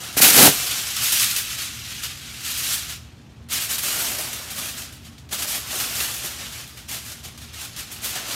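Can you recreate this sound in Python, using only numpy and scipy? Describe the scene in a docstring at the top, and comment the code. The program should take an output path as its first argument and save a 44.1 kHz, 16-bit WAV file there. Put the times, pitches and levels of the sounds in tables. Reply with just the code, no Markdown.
"""In a fenced back yard, a sheet of aluminium foil is torn off against the edge of its cardboard box,
carried to a grill and folded round a curved piece of wood. The box booms as the roll knocks inside it.
Countless tiny creases buckle and set the thin sheet ringing; now and then a whole fold snaps, a panel
pops or a pocket crunches under a finger. A low outdoor rumble lies underneath."""
import sys
import numpy as np
from scipy import signal
from scipy.fft import rfft, irfft, next_fast_len
from scipy.io import wavfile

SR = 44100
rng = np.random.default_rng(int(sys.argv[2]) if len(sys.argv) > 2 else 0)


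def store_pcm(level_fs):
    """Save levels as 16-bit WAV."""
    pcm = np.round(np.clip(level_fs, -1, 1) * 32767).astype(np.int16)
    wavfile.write(sys.argv[1], SR, np.atleast_2d(pcm).T)


N = 368214


def from_db(db):
    """Turn decibels into a factor to multiply by."""
    return 10 ** (np.asarray(db) / 20)


def rms_one(x):
    """Scale a sound so that its average strength (rms) is 1."""
    return x / np.sqrt(np.mean(x ** 2) + 1e-20)


def coloured(x, spectrum):
    """Shape the tone of x with a smooth curve of (f/Hz, level/dB) points; rms 1."""
    hz, db = np.transpose(spectrum)
    size = next_fast_len(N + 8192)
    bin_hz = np.maximum(np.arange(size // 2 + 1) * SR / size, 1)
    gain = from_db(np.interp(np.log(bin_hz), np.log(hz), db))
    return rms_one(irfft(rfft(x, size) * gain, size)[:N])


def below(x, hz):
    """The part of x lower than hz."""
    return signal.sosfiltfilt(signal.butter(2, hz, fs=SR, output="sos"), x)


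def treble(x, hz, db):
    """Turn the part of x above hz up or down by db."""
    under = below(x, hz)
    return under + from_db(db) * (x - under)


def drift(per_s):
    """A curve that wanders to a new random value per_s times a second; rms 1."""
    steps = np.arange(N) / SR * per_s
    return rms_one(np.interp(steps, np.arange(4000), rng.standard_normal(4000)))


def resonance(x, hz, width_hz):
    """Let x ring at one pitch; the narrower the width, the longer it rings."""
    r = np.exp(-np.pi * width_hz / SR)
    feedback = [1, -2 * r * np.cos(2 * np.pi * hz / SR), r * r]
    return signal.lfilter(np.array([1, 0, -1]) * (1 - r * r) / 2, feedback, x)


def ringing(push, tones):
    """A body rings at its own tones; each click lands elsewhere, so it pushes or pulls each at random."""
    return sum(from_db(db) * resonance(push * rng.choice([-1, 1], N), hz, width)
               for hz, width, db in tones)


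def bursts(events, t60):
    """Loudness that jumps up at each (t/s, level/dB); t60 is always the seconds taken to fade by 60 dB."""
    out = np.zeros(N)
    for start, db in events:
        at = int(start * SR)
        age = np.arange(min(SR // 2, N - at)) / SR
        out[at:at + len(age)] += from_db(db - 60 * age / t60)
    return out


def stroke(start, length, attack_s, t60):
    """Loudness of one hand move: it rises, holds to the end of its length and dies away."""
    out = np.zeros(N)
    at = np.arange(int(start * SR), min(int(start * SR) + SR, N))
    age = at / SR - start
    out[at] = np.clip(age / attack_s, 0, 1) * from_db(-60 * np.maximum(age - length, 0) / t60)
    return out


def creases(per_s, spread_db, clump_db):
    """Foil buckles in clicks of uneven size that come in little clumps; rms 1."""
    chance = np.clip(per_s / SR, 1e-4, 1)
    sizes = from_db(spread_db * np.minimum(rng.exponential(1, N), 3)) * rng.choice([-1, 1], N)
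    clicks = (rng.random(N) < chance) * sizes / np.sqrt(chance)
    return rms_one(clicks * from_db(clump_db * drift(140)))


def sheet(clicks, t60, ring_db):
    """After each click the crumpled sheet rings at so many pitches that it sounds like fading noise."""
    decay = from_db(-120 / (t60 * SR))
    energy = signal.lfilter([1 - decay], [1, -decay], clicks ** 2 + 1e-18)
    return rms_one(clicks + from_db(ring_db) * np.sqrt(energy) * rng.standard_normal(N))


# Tone of the outdoor rumble: f/Hz, relative level/dB
RUMBLE_COLOUR = [(22, -44), (40, -12), (62, 3.5), (88, -2), (118, 3.5), (180, -6), (235, -7.5), (320, -12),
                 (480, -19), (900, -21.5), (3500, -30), (9000, -52), (16000, -55.5)]
# Pitches of a faint, far-off hum: f/Hz, width/Hz, level/dB
HUM_TONES = [(77, 6, -52.5), (118, 9.7, -54), (230.7, 8.4, -57), (287.8, 14, -66)]

def background(rumble_db=-45.5, waver_db=0.2):
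    """A distant rumble with a faint hiss and an unsteady hum."""
    rumble = from_db(rumble_db + waver_db * drift(11)) * coloured(rng.standard_normal(N), RUMBLE_COLOUR)
    noise = rng.standard_normal(N)
    hum = sum(from_db(db) * rms_one(resonance(resonance(noise, hz, width), hz, width))
              for hz, width, db in HUM_TONES)
    return rumble + hum


# Echoes from deck, fence and house: delay/s, level/dB compared with the direct sound
YARD_ECHOES = [(.0043, -37), (0.01, -24), (0.022, -23)]

def yard_echoes(x, tail_db=-21.5, t60=0.23, dull_hz=5000):
    """Hard surfaces throw the sound back; boards and leaves scatter it into a short, duller tail."""
    t = np.arange(SR // 2) / SR
    scatter = below(rng.standard_normal(len(t)), dull_hz) * from_db(-60 * t / t60) * (t > 0.008)
    response = from_db(tail_db) * scatter / np.linalg.norm(scatter)
    response[0] = 1   # the direct sound
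    for delay, db in YARD_ECHOES:
        response[int(delay * SR)] += from_db(db)
    return signal.oaconvolve(x, response / np.linalg.norm(response))[:N]


# Tones of the cardboard box: f/Hz, width/Hz, relative level/dB
BOX_TONES = [(134, 34.5, -0.5), (226, 50, 0.5), (284, 20, 1.5), (412, 41, -3), (500, 300, -6.5),
             (732, 81, -6), (795, 350, -9)]
# Knocks of the roll: t/s, relative level/dB
ROLL_KNOCKS = [(0.169, -15), (0.203, -14.5), (0.376, -11), (0.45, -9), (0.477, -1.5)]

def knocking_roll(gain_db=35.0):
    """The roll jerks and knocks against the inside of its hollow box."""
    knocks = np.zeros(N) + 1e-18
    for start, db in ROLL_KNOCKS:
        knocks[int(start * SR)] = from_db(db + gain_db)
    return ringing(knocks, BOX_TONES)


# Tone of the rip: f/Hz, relative level/dB
TEAR_COLOUR = [(500, -17), (1000, -5), (1400, 3), (3000, 5), (5500, 4.5), (9000, 5.5), (12500, 6),
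               (14500, 4.5), (16000, -6)]
# Tugs on the sheet: t/s, length/s, rise/s, rip level/dB, weakening/(dB per s), relative box level/dB
TEAR_TUGS = [(0.164, 0.028, 0.012, -15.5, 0, -30), (0.208, 0.098, 0.016, -5.5, 80, -17.5),
             (0.301, 0.17, 0.067, -7.5, 10.5, -14.5)]

def tearing(box_db=-1.5, box_follows=1.67, box_lag_s=0.0077):
    """With each tug the foil gives way tooth by tooth along the cutter, which shakes the box."""
    t = np.arange(N) / SR
    rip = shake = 0
    for start, length, attack_s, db, sag, shake_db in TEAR_TUGS:
        weakening = from_db(-sag * np.clip(t - start - attack_s, 0, length))
        pull = stroke(start, length, attack_s, t60=0.16) * weakening
        rip = np.hypot(rip, from_db(db) * pull)
        late_pull = np.interp(t - box_lag_s, t, pull)
        shake = np.hypot(shake, from_db(shake_db) * late_pull ** box_follows)
    teeth = creases(per_s=5000, spread_db=1.5, clump_db=-1.1)
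    foil = coloured(sheet(teeth, t60=0.1, ring_db=0.5), TEAR_COLOUR)
    boom = ringing(teeth, BOX_TONES)
    return rip * foil + from_db(box_db) * shake * rms_one(boom - below(boom, hz=100))


# Tones of a hollow pocket of foil: f/Hz, width/Hz, relative level/dB
POCKET_TONES = [(176, 45, 2), (365, 72, -1.5), (624, 70, 5), (736, 83, 2), (1300, 270, -8),
                (1750, 370, -13)]
# Finger presses: t/s, relative level/dB
FINGER_PRESSES = [(3.949, -33), (4.009, -32), (4.185, -20), (5.324, -25), (5.444, -24.5), (5.55, -22),
                  (5.729, -27), (5.889, -38), (6.004, -37), (6.239, -27), (6.939, -27.5), (7.252, -29.5),
                  (8.151, -27)]

def pressing(gain_db=-12.0):
    """A finger flattens a pocket of foil against the wood with a short, hollow crunch."""
    push = bursts(FINGER_PRESSES, t60=0.15) * creases(per_s=5000, spread_db=-0.5, clump_db=2.5)
    return from_db(gain_db) * np.std(push) * rms_one(ringing(push, POCKET_TONES))


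# Tones of a wide panel of foil: f/Hz, width/Hz, relative level/dB
PANEL_TONES = [(1250, 200, -1.5), (1790, 300, 1), (2720, 400, -1.5)]
# Pops of a panel: t/s, level/dB
PANEL_POPS = [(4.33, -39.5), (5.424, -38), (5.802, -37), (6.005, -28), (8.157, -31)]

def popping():
    """A bulging panel flips over to its other side and rattles."""
    rattle = ringing(creases(per_s=4000, spread_db=3.0, clump_db=2.0), PANEL_TONES)
    return bursts(PANEL_POPS, t60=0.17) * rms_one(rattle)


# Tone of a snap: f/Hz, relative level/dB
SNAP_TONE = [(150, -5), (700, -9), (1400, -1.5), (3000, 4.5), (6600, 4), (12500, 4), (16000, -1.5)]
# Sharp snaps and brief scrunches of foil: t/s, relative level/dB, extra sizzle/dB in the high treble
FOIL_SNAPS = [(0.036, -40, -1), (0.127, -43, 3), (0.964, -35, 1), (1.121, -20.5, 3), (1.363, -23, 3),
              (1.49, -40, -8), (2.037, -31, -8), (2.405, -35, -4), (2.574, -34, 0.5), (2.901, -39, -1),
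              (3.487, -39, -8), (3.527, -28, 5), (3.619, -31.5, 0), (3.782, -26.5, 1), (4.183, -30, 4),
              (4.33, -30, -1), (4.505, -38, 4), (4.685, -31.5, -1.5), (4.925, -45, -1), (5.18, -46, -10.5),
              (5.29, -43, -8), (5.325, -29, 2), (5.422, -27, -1), (5.8, -27.5, -4), (6.002, -22.5, -9),
              (6.14, -37, 7), (6.524, -39, -5), (6.675, -45, 2), (6.773, -42, -4), (6.886, -41, -2),
              (7.237, -45, -1), (7.376, -39, -5), (7.534, -42, -7), (7.763, -35.5, -3), (7.916, -42, 7),
              (8.043, -34, 7), (8.155, -31.5, -2)]

def snapping(gain_db=-2.0, crack_db=-15.0):
    """A fold gives way or the foil is briefly scrunched: a crack, then a sizzling volley of creases."""
    clicks = creases(per_s=5800, spread_db=5.0, clump_db=-0.5)
    volley = coloured(sheet(clicks, t60=0.05, ring_db=4.0), SNAP_TONE)
    lower = below(volley, hz=7500)
    snaps = [(start, db) for start, db, _ in FOIL_SNAPS]
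    sizzles = [(start, db + extra_db) for start, db, extra_db in FOIL_SNAPS]
    crack = from_db(crack_db) * bursts(snaps, t60=0.025) * volley
    body = bursts(snaps, t60=0.237) * rms_one(lower)
    sizzle = bursts(sizzles, t60=0.27) * rms_one(volley - lower)
    return from_db(gain_db) * (crack + body + sizzle)


def hush_before_snaps(hush_db=-1.0, hold_s=0.016):
    """The crinkling dips slightly just before each snap, so the snap sounds sharper."""
    dip_db = np.zeros(N)
    for start, _, _ in FOIL_SNAPS:
        at = int(start * SR)
        time_left = np.arange(min(at, SR // 4))[::-1] / SR
        dip_db[at - len(time_left):at] += hush_db * np.exp(-time_left / hold_s)
    return from_db(dip_db)


def pings(per_s, t60, count=10000):
    """Small flat spots of the sheet ring briefly, each at a pitch of its own; rms 1."""
    chance, pitch, phase = rng.random((3, count))
    starts = np.cumsum(-np.log(1 - chance)) / per_s * SR   # random gaps between pings
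    heard = starts < N
    age = np.arange(SR // 25)
    hz = 300 + 15000 * pitch[heard, None]
    rings = np.sin(2 * np.pi * (hz * age / SR + phase[heard, None])) * from_db(-60 * age / SR / t60)
    at = starts[heard, None].astype(int) + age
    return rms_one(np.bincount(at.ravel(), rings.ravel(), N)[:N])


# Slow bends of the whole sheet: peak t/s, relative level/dB, swell/s, fade/s, extra sizzle/dB
# Swell and fade each cover 20 dB; when both are negative they swap roles.
SHEET_BENDS = [(0.04, -34.5, 4.5, 0.7, -3.5), (0.52, -27.5, 0.17, 0.36, -1), (0.68, -27, 0.5, 1.17, -4.5),
               (1.16, -24, 0.35, 0.69, -4), (1.969, -34.5, 0.9, 0.81, -5.5), (2.741, -26, 0.6, 0.2333, -3),
               (3.05, -56.5, -1.05, -0.5, -8), (4.0, -27.5, 0.1546, 0.83, 0), (4.79, -38, 1.0, 0.3, -0.5),
               (5.761, -29.5, 0.27, 0.4, -1), (5.979, -29.6, 0.3, 0.94, 0), (7.1, -41.5, 0.2, 0.25, 4),
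               (7.8, -42, 0.85, 1.1, -3), (8.27, -36, 0.83, 2, -4)]
# A hand crushes a patch of foil: t/s, length/s, relative level/dB, extra sizzle/dB
HAND_SCRUNCHES = [(0.945, 0.063, -28.5, -4.5), (1.011, 0.06, -24.5, -0.5), (1.179, 0.055, -24, -0.4),
                  (1.284, 0.028, -27.1, -0.2), (1.481, 0.05, -31.5, -5.5), (1.563, 0.084, -29.5, -5),
                  (2.015, 0.022, -28.5, -4), (2.432, 0.091, -32, -1.3), (2.559, 0.021, -34.5, 4),
                  (2.713, 0.022, -37.5, 9), (2.872, 0.036, -32.5, -4.5), (3.496, 0.09, -27.5, -2.5),
                  (3.593, 0.052, -30, 0), (3.681, 0.07, -27.5, 0.2), (3.814, 0.13, -28.5, 0.7),
                  (4.491, 0.017, -36, -0.5), (4.542, 0.13, -35, 0.6), (4.763, 0.027, -43, 6),
                  (5.026, 0.047, -48, -4.8), (5.306, 0.024, -27.5, -3.5), (5.37, 0.067, -31, -0.5),
                  (5.46, 0.11, -30.5, 1.504), (5.781, 0.055, -32, 1), (5.974, 0.07, -37, 3.5),
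                  (6.219, 0.05, -35.5, 1), (6.378, 0.073, -35.5, -9), (6.51, 0.1, -40, -3),
                  (6.752, 0.015, -41, -8), (6.872, 0.099, -34.5, -1.5), (7.031, 0.086, -42, 0),
                  (7.226, 0.036, -39, -3), (7.396, 0.043, -41.5, -6.5), (7.522, 0.079, -38.8, -5),
                  (7.591, 0.058, -38, -1), (7.768, 0.041, -38, -1.2), (7.903, 0.017, -41, 4),
                  (8.012, 0.1, -33, -0.4), (8.126, 0.053, -32, -5), (8.265, 0.08, -32.5, -2.5)]

def handling(busy_db, held_db=-68.5, held_sizzle_db=-5, brightening=0.51):
    """Crinkle and sizzle levels (dB) as the hands work; a sheet that is only held still creases faintly."""
    t = np.arange(N) / SR
    crinkle = sizzle = 1e-12
    for peak, db, swell_s, fade_s, sizzle_db in SHEET_BENDS:
        away = np.minimum(np.maximum((peak - t) / swell_s, (t - peak) / fade_s), 10)
        power = from_db(db - 20 * away) ** 2
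        crinkle += power
        sizzle += power * from_db(sizzle_db) ** 2
    sizzle *= (crinkle / from_db(busy_db) ** 2) ** brightening   # harder bends sound brighter
    sizzle += from_db(held_db + held_sizzle_db) ** 2
    crinkle += from_db(held_db) ** 2
    for start, length, db, sizzle_db in HAND_SCRUNCHES:
        crinkle += (from_db(db) * stroke(start, length, attack_s=0.026, t60=0.3)) ** 2
        # The finest creases start sooner and die faster.
        sizzle += (from_db(db + sizzle_db) * stroke(start, length, attack_s=0.023, t60=0.28)) ** 2
    return 10 * np.log10(crinkle), 10 * np.log10(sizzle)


# Tone of the ringing sheet: f/Hz, relative level/dB
SHEET_COLOUR = [(120, -18), (230, -5.5), (480, -9.5), (700, -4.5), (920, -8), (1300, -1), (2100, -0.5),
                (2900, 3), (5000, 1), (6600, 0.5), (10300, -4), (12300, -3.5), (14500, -7.5),
                (16000, -19.5)]
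# Low flexing, weak while the sheet hangs free, strong on the wood: t/s, level/dB added to the crinkle
PANEL_FLEX = [(0.1, -10.5), (0.7, -16.5), (1.25, -27), (2.0, -23.5), (2.65, -22), (3.6, -17), (4.0, -10.5),
              (4.45, -9.5), (4.8, -14), (5.6, -11.5), (7.7, -15.5), (8.2, -10)]

def crinkling(middle_db=-0.8, top_db=0.1, ping_db=-8.0, busy_per_s=2800, busy_db=-30.5):
    """Harder handling makes more, louder and brighter creases; wide panels flex low, tight folds sizzle."""
    level_db, sizzle_db = handling(busy_db)
    flex_db = np.interp(np.arange(N) / SR, *np.transpose(PANEL_FLEX))
    per_s = busy_per_s * from_db(0.45 * (level_db - busy_db))
    clicks = creases(per_s, spread_db=2.5, clump_db=1.36)
    metal = sheet(clicks, t60=0.15, ring_db=5.5) + from_db(ping_db) * pings(per_s=650, t60=0.092)
    foil = coloured(metal, SHEET_COLOUR)
    low, under_top = below(foil, hz=1100), below(foil, hz=7500)
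    dull_db = 0.25 * np.minimum(sizzle_db - level_db + 3.5, 0)
    bright_db = 0.12 * np.maximum(sizzle_db - busy_db + 3, -18)
    middle = treble(rms_one(under_top - low), hz=4200, db=dull_db)
    top = treble(rms_one(foil - under_top), hz=11500, db=bright_db)
    body = from_db(flex_db) * rms_one(low) + from_db(middle_db) * middle
    return hush_before_snaps() * (from_db(level_db) * body + from_db(sizzle_db + top_db) * top)


def scene():
    """Foil and box echo in the yard over the rumble, the same on the left and the right."""
    foil_and_box = tearing() + knocking_roll() + crinkling() + snapping() + pressing() + popping()
    mono = yard_echoes(foil_and_box) + background()
    return np.array([mono, mono])


def record(dry, ceiling=1.14, low_cut_hz=42, high_cut_hz=15750):
    """Round off the loudest peaks, then drop the deepest bass and the very highest treble."""
    rounded = ceiling * np.tanh(dry / ceiling)
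    low_cut = signal.butter(4, low_cut_hz, "high", fs=SR, output="sos")
    high_cut = signal.ellip(12, 0.1, 90, high_cut_hz, fs=SR, output="sos")
    return signal.sosfilt(high_cut, signal.sosfilt(low_cut, rounded))


dry = scene()
out = record(dry)
store_pcm(out)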